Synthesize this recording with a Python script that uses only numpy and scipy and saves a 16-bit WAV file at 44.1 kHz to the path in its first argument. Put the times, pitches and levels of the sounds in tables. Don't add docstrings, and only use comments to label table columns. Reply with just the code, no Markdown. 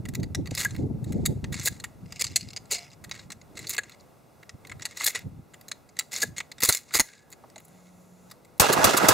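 import sys
import numpy as np
from scipy import signal
from scipy.fft import rfft, irfft, next_fast_len
from scipy.io import wavfile
from scipy.ndimage import uniform_filter1d

SR = 44100
rng = np.random.default_rng(int(sys.argv[2]) if len(sys.argv) > 2 else 0)


def level_to_linear(level):
    exponent = np.asarray(level, float) / 20
    return 10 ** exponent


def to_wav(sig):
    pcm = np.clip(np.atleast_2d(sig), -1, 1) * 32767
    pcm = np.round(pcm).astype(np.int16)
    wavfile.write(sys.argv[1], SR, pcm.T)


N = 402633
TIME = np.arange(N) / SR


def evened(x):
    return x / np.sqrt(np.mean(x ** 2) + 1e-20)


def topped(x, db):
    return level_to_linear(db) * x / np.sqrt(uniform_filter1d(x ** 2, 180).max() + 1e-20)


def add(mix, s, sound):
    part = mix[..., round(s * SR):][..., :sound.shape[-1]]
    part += sound[..., :part.shape[-1]]


def read(points, hz):
    f, value = np.transpose(points)
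    return np.interp(np.log(hz + 1), np.log(f + 1), value)


def coloured(x, points):
    size = next_fast_len(x.shape[-1])
    gain = level_to_linear(read(points, np.fft.rfftfreq(size, 1 / SR)))
    return evened(irfft(rfft(x, size) * gain, size)[..., :x.shape[-1]])


def paired(x, same):
    size = next_fast_len(x.shape[-1])
    share = np.clip(read(same, np.fft.rfftfreq(size, 1 / SR)), -1, 1)
    left, other = rfft(x, size)
    right = share * left + np.sqrt(1 - share ** 2) * other
    return irfft(np.array([left, right]), size)[:, :x.shape[-1]]


def lumps(shape, width):
    width = max(int(width), 1)
    smooth = uniform_filter1d(rng.standard_normal(shape), width)
    smooth = evened(uniform_filter1d(smooth, width))
    return 2 * np.tanh(smooth / 2)


def resonate(x, hz, width):
    return signal.lfilter(*signal.iirpeak(hz, hz / width, SR), x)


def rattle(t60, rise, lump_db, size=4000):
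    t = np.arange(size) / SR
    fall_db = -60 * (t / max(t60, .004)) ** 1.64
    swell = 1 - np.exp(-(t / rise) ** 2)
    return rng.standard_normal(size) * level_to_linear(lump_db * lumps(size, 29) + fall_db) * swell


def split(x, hz):
    return [signal.sosfilt(signal.butter(4, hz, kind, fs=SR, output="sos"), x) for kind in ("low", "high")]


# (strongest time [s], level [dB], time to fall 20 dB [s])
GUSTS = [(0.02, -32.5, 0.56), (0.204, -26.5, 0.13), (0.397, -28.5, 0.3), (0.519, -26, -0.5),
         (0.842, -26.5, 0.4), (1.156, -27.5, 0.6), (1.317, -26, 0.14), (1.499, -31, 0.31),
         (1.721, -34, -0.27), (2.039, -39.5, 0.16), (2.14, -52, 1), (2.29, -36.5, 0.12),
         (2.447, -38.5, 0.12), (2.59, -51.5, 0.3), (3.07, -46, 0.26), (3.26, -48, 0.4), (3.62, -47, 0.33),
         (4.546, -36, 0.01), (4.75, -42, 0.16), (5.268, -33, 0.11), (5.375, -37, 0.08), (6.28, -38, 0.12)]


def breeze_db():
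    t = TIME[::64]
    calm_db, calm_db_per_s = -57, -1.5
    power = level_to_linear(2 * (calm_db + calm_db_per_s * t))
    for s, db, fall in GUSTS:
        away = np.where(t < s, (s - t) / 0.72, t - s) / max(fall, .02)
        power = power + level_to_linear(2 * (db - 20 * np.minimum(away, 6)))
    return np.interp(TIME, t, 10 * np.log10(power))


# (frequency [Hz], level [dB per Hz])
GUST_COLOUR = [(12, -56.5), (20, -25.5), (92, 2), (156, 0.5), (286, -10), (576, -29), (755, -32),
               (900, -33.5), (1170, -73.5), (1980, -120)]


def wind():
    level_db = breeze_db()
    puffs = rng.standard_normal((2, N)) * level_to_linear(4.5 * lumps(N, 700) + 2 * lumps((2, N), 600))
    low = coloured(paired(puffs, [(50, 0.8), (400, 0.27)]), GUST_COLOUR)
    low = low / np.sqrt(uniform_filter1d(low.mean(0) ** 2, 3000) + .05)
    flutter = evened(resonate(low, 470, 350)) * level_to_linear(3.13 * (level_db + 31.5) - 14.5)
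    return (low + flutter) * level_to_linear(level_db + 3.5)


# (frequency [Hz], level [dB per Hz])
AIR_COLOUR = [(12, -33.5), (30, -21), (130, -3.5), (328, -9.5), (558, -9.5), (759, -11), (976, -16),
              (1370, -18), (1810, -22.5), (2020, -22), (2990, -28.5), (3250, -29.5), (16000, -34.5)]
# (frequency [Hz], likeness [0 to 1])
AIR_SAME = [(100, 0.31), (700, 0.45), (1500, 0.54), (3500, 0.9), (15000, 0.82)]


def air():
    noise = paired(rng.standard_normal((2, N)), AIR_SAME)
    return coloured(noise, AIR_COLOUR) * level_to_linear(-50 + 1.3 * lumps(N, 6000))


def ducking(x):
    power_db = 10 * np.log10(abs(uniform_filter1d((x ** 2).mean(0), 400)) + 1e-12)
    back = TIME * 30
    over_db = np.maximum(np.maximum.accumulate(power_db + back) - back + 16.0, 0)
    return level_to_linear(-.7 * uniform_filter1d(over_db, 400))


def receiver(x, shift=1):
    return (resonate(x, 1660, 150) + 6.2 * resonate(x, 1986 * shift, 240)
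            + 0.81 * resonate(x, 2600 / shift, 150) + 0.6 * resonate(x, 1350 / shift, 210))


def plastic(x, shift=1):
    return resonate(x, 2200 * shift, 400) + 0.5 * resonate(x, 2710, 250) + 0.85 * resonate(x, 4950, 220)


def rings(x, lo_hz, hi_hz, t60, count):
    hz = lo_hz * (hi_hz / lo_hz) ** rng.random(count)
    return sum(resonate(x, f, 2.2 / t60) for f in hz)


# (frequency [Hz], level [dB per Hz])
STEEL = [(1880, -41), (3200, -29), (3440, -7.5), (4110, -1.5), (5760, -9), (6840, 1.5), (8790, -7),
         (9450, -6.5), (11400, -3.5), (13700, -9.5), (15500, -6)]


def contact(bolt_db, box_db, tube_db, edge_db, t60, box):
    rise = 0.055 * t60
    hit = rattle(t60, rise, 6.85, size=3000)
    hit = hit + rattle(t60 / 4, rise, 0, size=3000)
    spot = [(hz, level + rng.normal(0, 2)) for hz, level in STEEL]
    steel = coloured(hit, spot)
    steel = steel + .6 * evened(rings(steel, 3800, 8000, .014, count=4))
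    body, edge = split(steel, 8500)
    tube, bolt = split(body, 5300)
    if box is plastic:
        tube = evened(tube) + 1.3 * evened(resonate(steel, 4850, 450))
    stock = resonate(hit, rng.uniform(500, 1400), 250)
    hollow = box(hit, rng.uniform(.93, 1.062))
    sound = topped(bolt, bolt_db - 5) + topped(tube, tube_db + 1) + topped(edge, edge_db + 5)
    sound = sound + topped(hollow, box_db + 3.5) + topped(stock, box_db - 13.5)
    lean_db = rng.normal(0, 0.24)
    return 0.95 * rise, sound * level_to_linear(lean_db * np.array([[1], [-1]]))


AT_BELT_S = (2, 3)
# (time [s], bolt steel peak [dB], receiver [dB], magazine tube [dB],
# edge above 8.5 kHz [dB]) # steel and brass contacts of the first and the second handful of shells
SHELLS = [(0.0862, -37, -39.5, -40, -39.5), (0.149, -27.5, -32.5, -31, -32.5),
          (0.2305, -34.5, -36.5, -39, -46), (0.3479, -25, -27.5, -27.5, -36),
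          (0.5084, -31, -40, -40, -48), (0.5742, -39, -30, -26, -39), (0.6473, -15, -22, -34, -26),
          (1.1217, -34.5, -43.5, -50, -42.5), (1.26, -11, -26, -26.5, -20.5),
          (1.4422, -43, -32.5, -36.5, -47), (1.5246, -32, -34.5, -36, -40),
          (1.6579, -22, -32.5, -23, -19), (1.6721, -14.5, -23.5, -25, -22),
          (1.8396, -28.5, -28.5, -33.5, -33),
          (3.0408, -34, -39.5, -47, -46), (3.1126, -56, -32.5, -26, -44),
                 (3.303, -36, -38, -38, -47), (3.319, -30, -39, -37.5, -44), (3.571, -38, -38, -35.5, -47),
                 (3.694, -26.5, -39, -30.5, -22), (3.7025, -23, -39, -31, -28),
                 (3.7806, -19.5, -23, -26.5, -32), (4.493, -35.5, -39, -41, -56.5),
                 (4.7161, -40, -31, -54, -56), (4.821, -35, -37, -32.5, -52),
                 (4.854, -19.5, -28, -28.5, -37), (4.9712, -23, -35.5, -41, -39.5),
                 (5.007, -26, -24, -41, -40.5), (5.0428, -16, -38, -28.5, -21.5),
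                 (5.064, -16.5, -32, -17.5, -17), (5.0744, -16, -22, -19.5, -21.5),
                 (5.155, -24, -28.5, -52, -38), (5.537, -42, -41, -50, -48), (5.683, -31, -45, -43, -42),
                 (5.715, -23, -29, -28.5, -44), (5.967, -42, -41, -45, -55),
                 (5.9899, -13, -25.5, -26.5, -25.5), (6.144, -29, -56, -37, -55),
                 (6.1623, -24, -36, -22.5, -42), (6.2181, -12, -30, -41, -38),
                 (6.229, -13.5, -32, -36, -28), (6.3812, -19.5, -29.5, -37.5, -37.5),
                 (6.4027, -32, -24, -46, -51.5), (6.516, -36, -37, -37.5, -50)]
# (time [s], bolt steel peak [dB], holder [dB], clip [dB], edge [dB])
HOLDER = [(2.1951, -29, -34, -31, -34.5), (2.2108, -13, -27.5, -29, -31), (2.2417, -15.5, -29, -32, -42),
          (2.2671, -28, -37.5, -29.5, -46), (2.359, -5.5, -21, -22, -25), (2.564, -36.5, -33.5, -30, -47),
          (2.7116, -16, -30, -30, -27), (2.7214, -14, -32, -31, -32), (2.7424, -22, -43, -28, -39.5),
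          (2.7554, -39, -43, -38, -55), (2.7674, -41, -45, -35, -47), (2.7824, -34, -42.5, -37, -49)]
ACTION = [(6.6045, -32, -35, -34, -31), (6.6255, -18.5, -23.5, -22, -25), (6.6334, -9, -20.5, -18.5, -13.5),
          (6.6495, -10, -26.5, -23, -18.5), (6.6891, -5, -21, -21, -12),
          (6.724, -11.5, -33.5, -20.5, -24.5), (6.7484, -12.5, -28.5, -30, -23),
          (6.7694, -21, -41.5, -36, -35.5), (6.9371, -17.5, -24.5, -26, -23.5),
          (6.9445, -14, -22, -22, -24), (6.953, -10, -25.5, -23, -20.5), (6.997, -5, -16, -22, -16),
          (7.326, -33.5, -44.5, -49, -51), (7.5585, -38, -43.5, -44, -60), (7.5803, -36.5, -47, -48, -54),
          (8.312, -46, -44, -41, -43)]
TOUCHES = [(0.0537, -37, -37, -53, -46), (0.1983, -47, -54, -49, -53), (0.458, -48, -42, -41, -53),
           (0.4712, -42, -38.5, -37, -47), (0.5508, -25, -36, -28.5, -29),
           (0.708, -33, -45, -45, -58), (0.7474, -57, -40, -60, -51), (0.763, -50, -40.5, -41, -44.5),
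           (1.0416, -39, -48.5, -49, -44), (2.315, -50, -49, -46, -57.5),
           (1.5413, -25.5, -31, -37, -43), (1.5653, -39.5, -52, -43, -56),
           (1.5963, -31, -42, -31, -42.5), (1.7993, -33, -43, -41, -52),
           (2.123, -34, -36, -40, -43.5), (2.16, -42, -41, -41, -50), (2.4093, -37, -41, -32.5, -49),
           (2.4288, -52, -47, -43, -60.5), (2.4863, -58, -47, -39.5, -52),
           (2.5047, -51, -47, -40, -51), (2.531, -69, -42, -43, -49), (2.058, -66, -53, -60, -68),
           (2.655, -46, -61, -62, -69), (2.8238, -60, -52, -47, -65), (2.902, -68, -64, -51, -68),
           (2.932, -60, -54, -50, -65),
           (3.0937, -45.5, -45, -48, -46), (3.1499, -45, -41.5, -46, -49),
                (3.1935, -63, -42, -38.5, -65), (3.4146, -48, -50, -49, -69),
                (3.5914, -29, -36.5, -39, -40.5), (3.6274, -45, -51.5, -49, -54),
                (3.6436, -49, -39.5, -52, -56), (3.6696, -42, -44, -28, -41),
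                (3.7471, -35, -34, -49, -36.5), (3.8347, -34.5, -43, -49, -57),
                (3.8954, -46, -45.5, -47, -50), (3.919, -53, -53.5, -45.5, -70),
                (3.9978, -66, -71, -54, -72), (4.0068, -53, -70.5, -54, -72),
                (4.4293, -61, -43.5, -56, -56), (4.6495, -55, -40.5, -55, -59),
                (4.6703, -41, -48, -48, -49.5), (4.6964, -39, -36.5, -52, -64), (4.796, -53, -41, -48, -55),
                (4.91, -39, -45.5, -51, -57), (5.1898, -40, -39, -45.5, -42),
                (5.6102, -52, -52, -49, -47.5), (5.8903, -47, -56.5, -59, -69.5),
                (6.008, -36, -36, -36, -47), (6.1167, -45, -54, -56, -55), (6.135, -37, -43, -52, -43),
           (.1367, -43, -44, -48, -48), (1.254, -17.5, -29.5, -32, -35), (1.631, -34, -43, -46, -41),
         (3.7647, -28, -38, -37, -44), (4.808, -54, -48, -52, -62), (5.0, -28, -38, -37, -52),
         (6.204, -29, -43, -37, -42.5), (6.3706, -38, -58, -46, -52), (6.5826, -41, -42, -45, -55),
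         (6.908, -60, -41.5, -63, -68), (6.921, -50, -56, -44, -59), (6.9881, -17, -25, -36, -30),
         (7.134, -56, -50, -62, -63), (7.3027, -50.5, -63, -65, -49), (7.316, -46, -58, -60, -52),
         (7.4994, -44.5, -57, -64, -60), (7.6004, -52, -53, -70, -51.5), (7.649, -51, -65, -73, -47),
         (7.6821, -53, -63, -69.5, -53.5), (8.299, -52, -60, -52.5, -58),
         (8.4481, -51.5, -55.5, -56.5, -58), (8.579, -52.5, -68, -65, -55.5)]


def clicks():
    out = np.zeros((2, N))
    kinds = [(SHELLS, .028), (HOLDER, 0.037), (ACTION, 0.032),
             (TOUCHES, 0.021)]
    for rows, t60 in kinds:
        for s, *levels in rows:
            box = plastic if AT_BELT_S[0] < s < AT_BELT_S[1] else receiver
            early, sound = contact(*levels, t60, box)
            add(out, s - early, sound)
    return out


# (start [s], strongest [s], end [s], level [dB], receiver against level [dB])
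SLIDES = [(.495, .545, .57, -47, 0), (0.558, 0.59, 0.69, -30, -2), (0.658, 0.65, 0.92, -50.5, -4.5),
          (0.995, 1.08, 1.63, -59.5, -2.5), (1.517, 1.53, 1.71, -41, -2), (1.564, 1.594, 1.88, -45.5, -3),
          (1.625, 1.73, 1.687, -24.5, -7.5), (2.05, 2.19, 2.7, -52.5, 0), (2.198, 2.4, 2.223, -27, -2.5),
          (2.69, 2.735, 2.79, -35, 1), (2.757, 2.79, 2.93, -57, 10), (2.915, 2.74, 2.965, -56, 4.5),
          (3.1, 3.14, 3.3, -51, 2), (3.554, 3.5, 3.77, -45.5, -2), (3.658, 3.82, 3.74, -36, -6),
          (3.723, 4.2, 3.75, -37.5, -4), (3.79, 4.16, 3.95, -56.5, 6), (4.632, 4.9, 4.58, -47, 4),
          (4.773, 4.846, 5.05, -54, 3), (4.944, 5.1, 5.045, -34.5, 0), (5.059, 4.91, 5.13, -26, -1),
          (5.103, 5.16, 5.26, -48.5, 4), (5.147, 5.15, 5.19, -36, 5), (5.948, 6.1, 6.03, -49.5, 4.5),
          (6.108, 6.13, 6.32, -34, -2.5), (6.209, 6.5, 6.24, -25.5, -5), (6.364, 6.22, 6.42, -41, 1.5),
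          (6.62, 6.43, 6.85, -30, -5), (6.7, 6.6, 6.78, -30, -1.5), (6.78, 6.9, 7, -54.5, -4),
          (6.922, 6.972, 6.99, -25.5, 0.5), (7.002, 7.07, 7.3, -54, 0), (7.517, 7.9, 7.9, -65, 0)]


def scrape():
    grit = rng.standard_normal(N) * level_to_linear(2.8 * lumps(N, 260) + 4 * lumps(N, 30))
    body, edge = (evened(part) for part in split(coloured(grit, STEEL), 8500))
    at_belt = (TIME > AT_BELT_S[0]) & (TIME < AT_BELT_S[1])
    steel_box = evened(sum(level_to_linear(4.5 * lumps(N, 700)) * receiver(grit, shift) for shift in (.95, 1.06)))
    box = np.where(at_belt, 1.8 * evened(plastic(grit)), 1.24 * steel_box)
    box = box + 0.26 * evened(resonate(grit, 550, 600))
    out = np.zeros(N)
    for start, top, end, db, box_db in SLIDES:
        edge_db = np.clip(0.99 * (db + 30), -18, 4)
        part = slice(round(start * SR), round(end * SR))
        ramp = np.interp(TIME[part], [start, np.clip(top, start, end), end], [0, 1, 0])
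        stroke = np.sin(np.pi / 2 * ramp) ** 1.95
        out[part] += level_to_linear(db) * stroke * (body[part] + level_to_linear(box_db) * box[part] + level_to_linear(edge_db) * edge[part])
    return out


def spring():
    out = np.zeros((2, N))
    t = TIME[:SR]
    level_db = -55 - 60 * t / .8 + 4.5 * lumps(SR, 500)
    add(out, .603, level_to_linear(level_db) * np.sin(2 * np.pi * 10550 * t)[None])
    return out


def thumps(rows, width, t60):
    out = np.zeros(N)
    for s, db, hz in rows:
        push = rattle(t60, 0.004, 0.99, size=4000 + round(t60 * SR))
        ring = resonate(resonate(push, hz, width), hz, 3 * width)
        add(out, s - .002, topped(ring, db))
    return out


# (time [s], peak [dB], pitch [Hz])
POPS = [
    (0.651, -13, 1654),
    (1.6741, -18.5, 1675),
    (3.7834, -14.5, 1688),
    (5.0614, -20, 1768),
    (6.2277, -12, 1680),
]


def pops():
    return thumps(POPS, 117, 0.024)


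# (time [s], peak [dB], pitch [Hz])
KNOCKS = [(1.66, -34, 500), (2.722, -32.5, 480), (3.783, -33, 505), (6.23, -28, 460), (6.634, -28, 1340),
          (6.691, -18, 1400), (6.908, -42, 1450), (6.947, -25, 1348), (6.995, -21.5, 943),
          (7.436, -39.5, 750), (7.561, -37, 690.5), (8.312, -44.5, 1250)]


def knocks():
    return thumps(KNOCKS, 250, 0.035)


# (time [s], peak [dB], pitch [Hz])
HOLDER_RING = [
    (2.732, -41.5, 700),
]


def holder_hum():
    return thumps(HOLDER_RING, 45.3, 0.25)


# (time [s], peak [dB], pitch [Hz])
STOCK_RUB = [
    (3.5, -44.5, 340),
]


def stock_rub():
    return thumps(STOCK_RUB, 150, 1.0)


# (time [s], peak [dB], pitch [Hz])
JOLTS = [
    (6.629, -21, 110),
    (6.687, -17, 110),
    (6.948, -21.5, 110),
    (6.993, -17.5, 110),
]


def jolts():
    return np.array([thumps(JOLTS, 550, 0.045), thumps(JOLTS, 450, 0.045)])


# (time [s], peak [dB], pitch [Hz])
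TUBE_RING = [
    (7.04, -47, 1662),
]


def tube_ring():
    return thumps(TUBE_RING, 120, 0.69)


def yard(x):
    t, out = np.arange(SR // 3) / SR, 0
    for k in range(3):
        tail = rng.standard_normal((2, len(t))) * level_to_linear(-60 * t / 0.25) * (t > .006)
        tail = paired(tail, [(700, .4), (1500, 0.66), (15000, 0.93)])
        turn = np.cos(2 * np.pi * (40 * TIME + k / 3))
        out = out + signal.fftconvolve(x * turn, tail / np.linalg.norm(tail[0]), axes=1)[:, :N]
    return .07 * .85 * out


# (time [s], hum pitch [Hz], hum level [dB])
ZOOM = [
    (7.6, 153.1, -62.5),
    (7.763, 179.9, -52.5),
    (8.34, 180.3, -53.5),
]
# (frequency [Hz], width [Hz], level [dB])
WHINE = [(6950, 570, -66), (6200, 340, -73), (10430, 410, -70), (4150.4, 1190, -74)]
# (start [s], end [s], pitch [Hz], level [dB])
FAR_TONES = [
    (8.35, 26, 497, -57.5),
]


def running(start, end):
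    return uniform_filter1d(1. * (TIME > start) * (TIME < end), 1500)


def zoom():
    s, hz, db = np.transpose(ZOOM)
    level_db = np.interp(TIME, s, db) + 5.0 + 2.5 * lumps(N, 500)
    hum = np.sin(2 * np.pi * np.cumsum(np.interp(TIME, s, hz)) / SR) * level_to_linear(level_db)
    noise = rng.standard_normal(N)
    hiss = sum(level_to_linear(d) * evened(resonate(noise, f, width)) for f, width, d in WHINE)
    out = running(s[0], s[-1]) * (hum + hiss)
    for start, end, f, d in FAR_TONES:
        tone = level_to_linear(d + 0.74 * lumps(N, 900)) * np.sin(2 * np.pi * f * TIME)
        out += running(start, end) * tone
    return out


# (time [s], peak [dB], t60 [s])
SHOTS = [
    (8.598, -4.5, 0.063),
    (8.842, -5, 0.05),
    (9.0848, -3.5, 0.045),
]


def shots():
    out = np.zeros((2, N))
    bright = [(1500, -22.5), (3000, 0.5), (6500, 8.0), (12000, 3.5), (16000, 2.5)]  # (Hz, dB per Hz)
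    for s, db, t60 in SHOTS:
        crack, skew = (topped(coloured(rattle(t60, .0012, 3), bright), db) for _ in range(2))
        push = [topped(resonate(rattle(.045, .0015, 3), 650, 1100), db - 3) for _ in range(2)]
        thud = topped(resonate(rattle(0.063, 0.006, 0.61), 100, 100), db - 11.0)
        side = 0.33 * skew + push[0] + .8 * thud
        add(out, s - .001, crack + 1.03 * push[1] + thud + np.array([side, -side]))
    return out


# (time after the shot [s], level [dB], treble against level [dB])
ECHO = [
    (.02, -18, -8.5),
    (0.065, -23, -5.5),
    (0.084, -30, -2.5),
    (.101, -18.5, -11.5),
    (.116, -26, -8.5),
    (.135, -21.5, -5.5),
    (.155, -25.5, -10),
    (.19, -19.5, -13.5),
    (0.236, -21, -11),
]
# (frequency [Hz], level [dB per Hz])
ECHO_LOW = [(25, -31.5), (60, -24), (150, -3.5), (300, -2.5), (600, 2), (1100, -1.5), (1650, 0),
            (2200, -10), (4000, -31)]
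# (frequency [Hz], level [dB per Hz])
ECHO_HIGH = [(1800, -17), (2600, 5.5), (4000, -1), (7000, -2.5), (11000, -12.5), (16000, -18.5)]
# (frequency [Hz], likeness [0 to 1])
ECHO_SAME = [(60, 0.31), (240, 0.21), (950, 0.14), (3770, 0.71), (15000, 0.62)]
# (frequency [Hz], left minus right [dB])
ECHO_SIDE = [(60, -1.5), (240, -2), (950, -5.5), (3770, -4), (15000, 3.5)]


def trunk_pulses(size):
    strength = level_to_linear(2.5 * np.minimum(rng.exponential(1, (2, size)), 5))
    present = rng.random((2, size)) < 6000 / SR
    return strength * present * rng.choice([1., -1.], (2, size), p=[.6, .4])


def echo():
    s, db, treble_db = np.transpose(ECHO)
    fired = np.transpose(SHOTS)[0] + s[0]
    t = TIME[round(fired[0] * SR) + 1:]
    count = len(t)
    since = t - fired[np.searchsorted(fired, t) - 1] + s[0]
    trunks = trunk_pulses(count)
    place = np.minimum(np.round((since - s[0]) * SR).astype(int), count - 1)
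    trunks = 0.74 * trunks[:, place] + 0.65 * trunks
    trunks = trunks - trunks.mean()
    z = signal.stft(paired(trunks, ECHO_SAME), nperseg=512)[2]
    favour = evened(uniform_filter1d(lumps(z.shape[1:], 2), 3, 0))
    z = z * level_to_linear(2.2 * favour)
    low = coloured(signal.istft(z, nperseg=512)[1][:, :count], ECHO_LOW)
    low = low / np.sqrt(uniform_filter1d((low ** 2).mean(0), 1500) + .1)
    high = coloured(paired(rng.standard_normal((2, count)), ECHO_SAME), ECHO_HIGH)
    level = level_to_linear(np.interp(since, s, db) + 7.0 + 2 * lumps(count, 150))
    sound = level * (low + high * level_to_linear(np.interp(since, s, treble_db) + 0.5))
    size = next_fast_len(count)
    lean = level_to_linear(np.outer([.5, -.5], read(ECHO_SIDE, np.fft.rfftfreq(size, 1 / SR))))
    sound = irfft(rfft(sound, size) * lean, size)[:, :count]
    out = np.zeros((2, N))
    add(out, fired[0], sound * np.minimum((t - fired[0]) / 0.0012, 1))
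    return out


# (time after the shot [s], peak [dB], pitch [Hz])
BIG_RETURNS = [
    (.1, -12, 395),
    (.188, -17, 199),
]


def big_returns():
    out = np.zeros((2, N))
    for s, _, _ in SHOTS:
        for after, db, hz in BIG_RETURNS:
            pulse = topped(resonate(rattle(0.027, 0.0018, 0.88), hz, 0.28 * hz), db)
            add(out, s + after, pulse * np.array([[.7], [1.1]]))
    return out


# (time [s], peak [dB], t60 [s])
BOLTS = [
    (8.725, -12.5, 0.049),
    (8.969, -11, 0.038),
]


def bolt_slams():
    out = np.zeros((2, N))
    for s, db, t60 in BOLTS:
        add(out, s - .002, topped(coloured(rattle(t60, 0.0053, 2.4), STEEL), db + 0.5)[None])
    return out


def scene():
    gun = clicks() + scrape() + spring() + pops() + knocks() + holder_hum() + stock_rub() + tube_ring()
    handling = gun + jolts() + yard(gun)
    weather = wind() + air() * ducking(gun)
    return weather + handling + zoom() + shots() + echo() + big_returns() + bolt_slams()


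def low_pass(x):
    return signal.sosfilt(signal.butter(12, 16300, fs=SR, output="sos"), x)


NOTCH_HZ = [1550, 1795, 2370, 3090]
# (width [Hz], level [dB])
NOTCHES = [(120, -5), (130, -25), (100, -22), (260, -25)]


def record(dry):
    x = dry
    for hz, (width, db) in zip(NOTCH_HZ, NOTCHES):
        x = x - (1 - level_to_linear(db)) * resonate(x, hz, width)
    x = signal.oaconvolve(x, signal.firwin(127, 15670, fs=SR)[None], "same")
    mix = np.tanh(0.47 * x) / 0.96
    return low_pass(mix)


dry = scene()
out = record(dry)
to_wav(out)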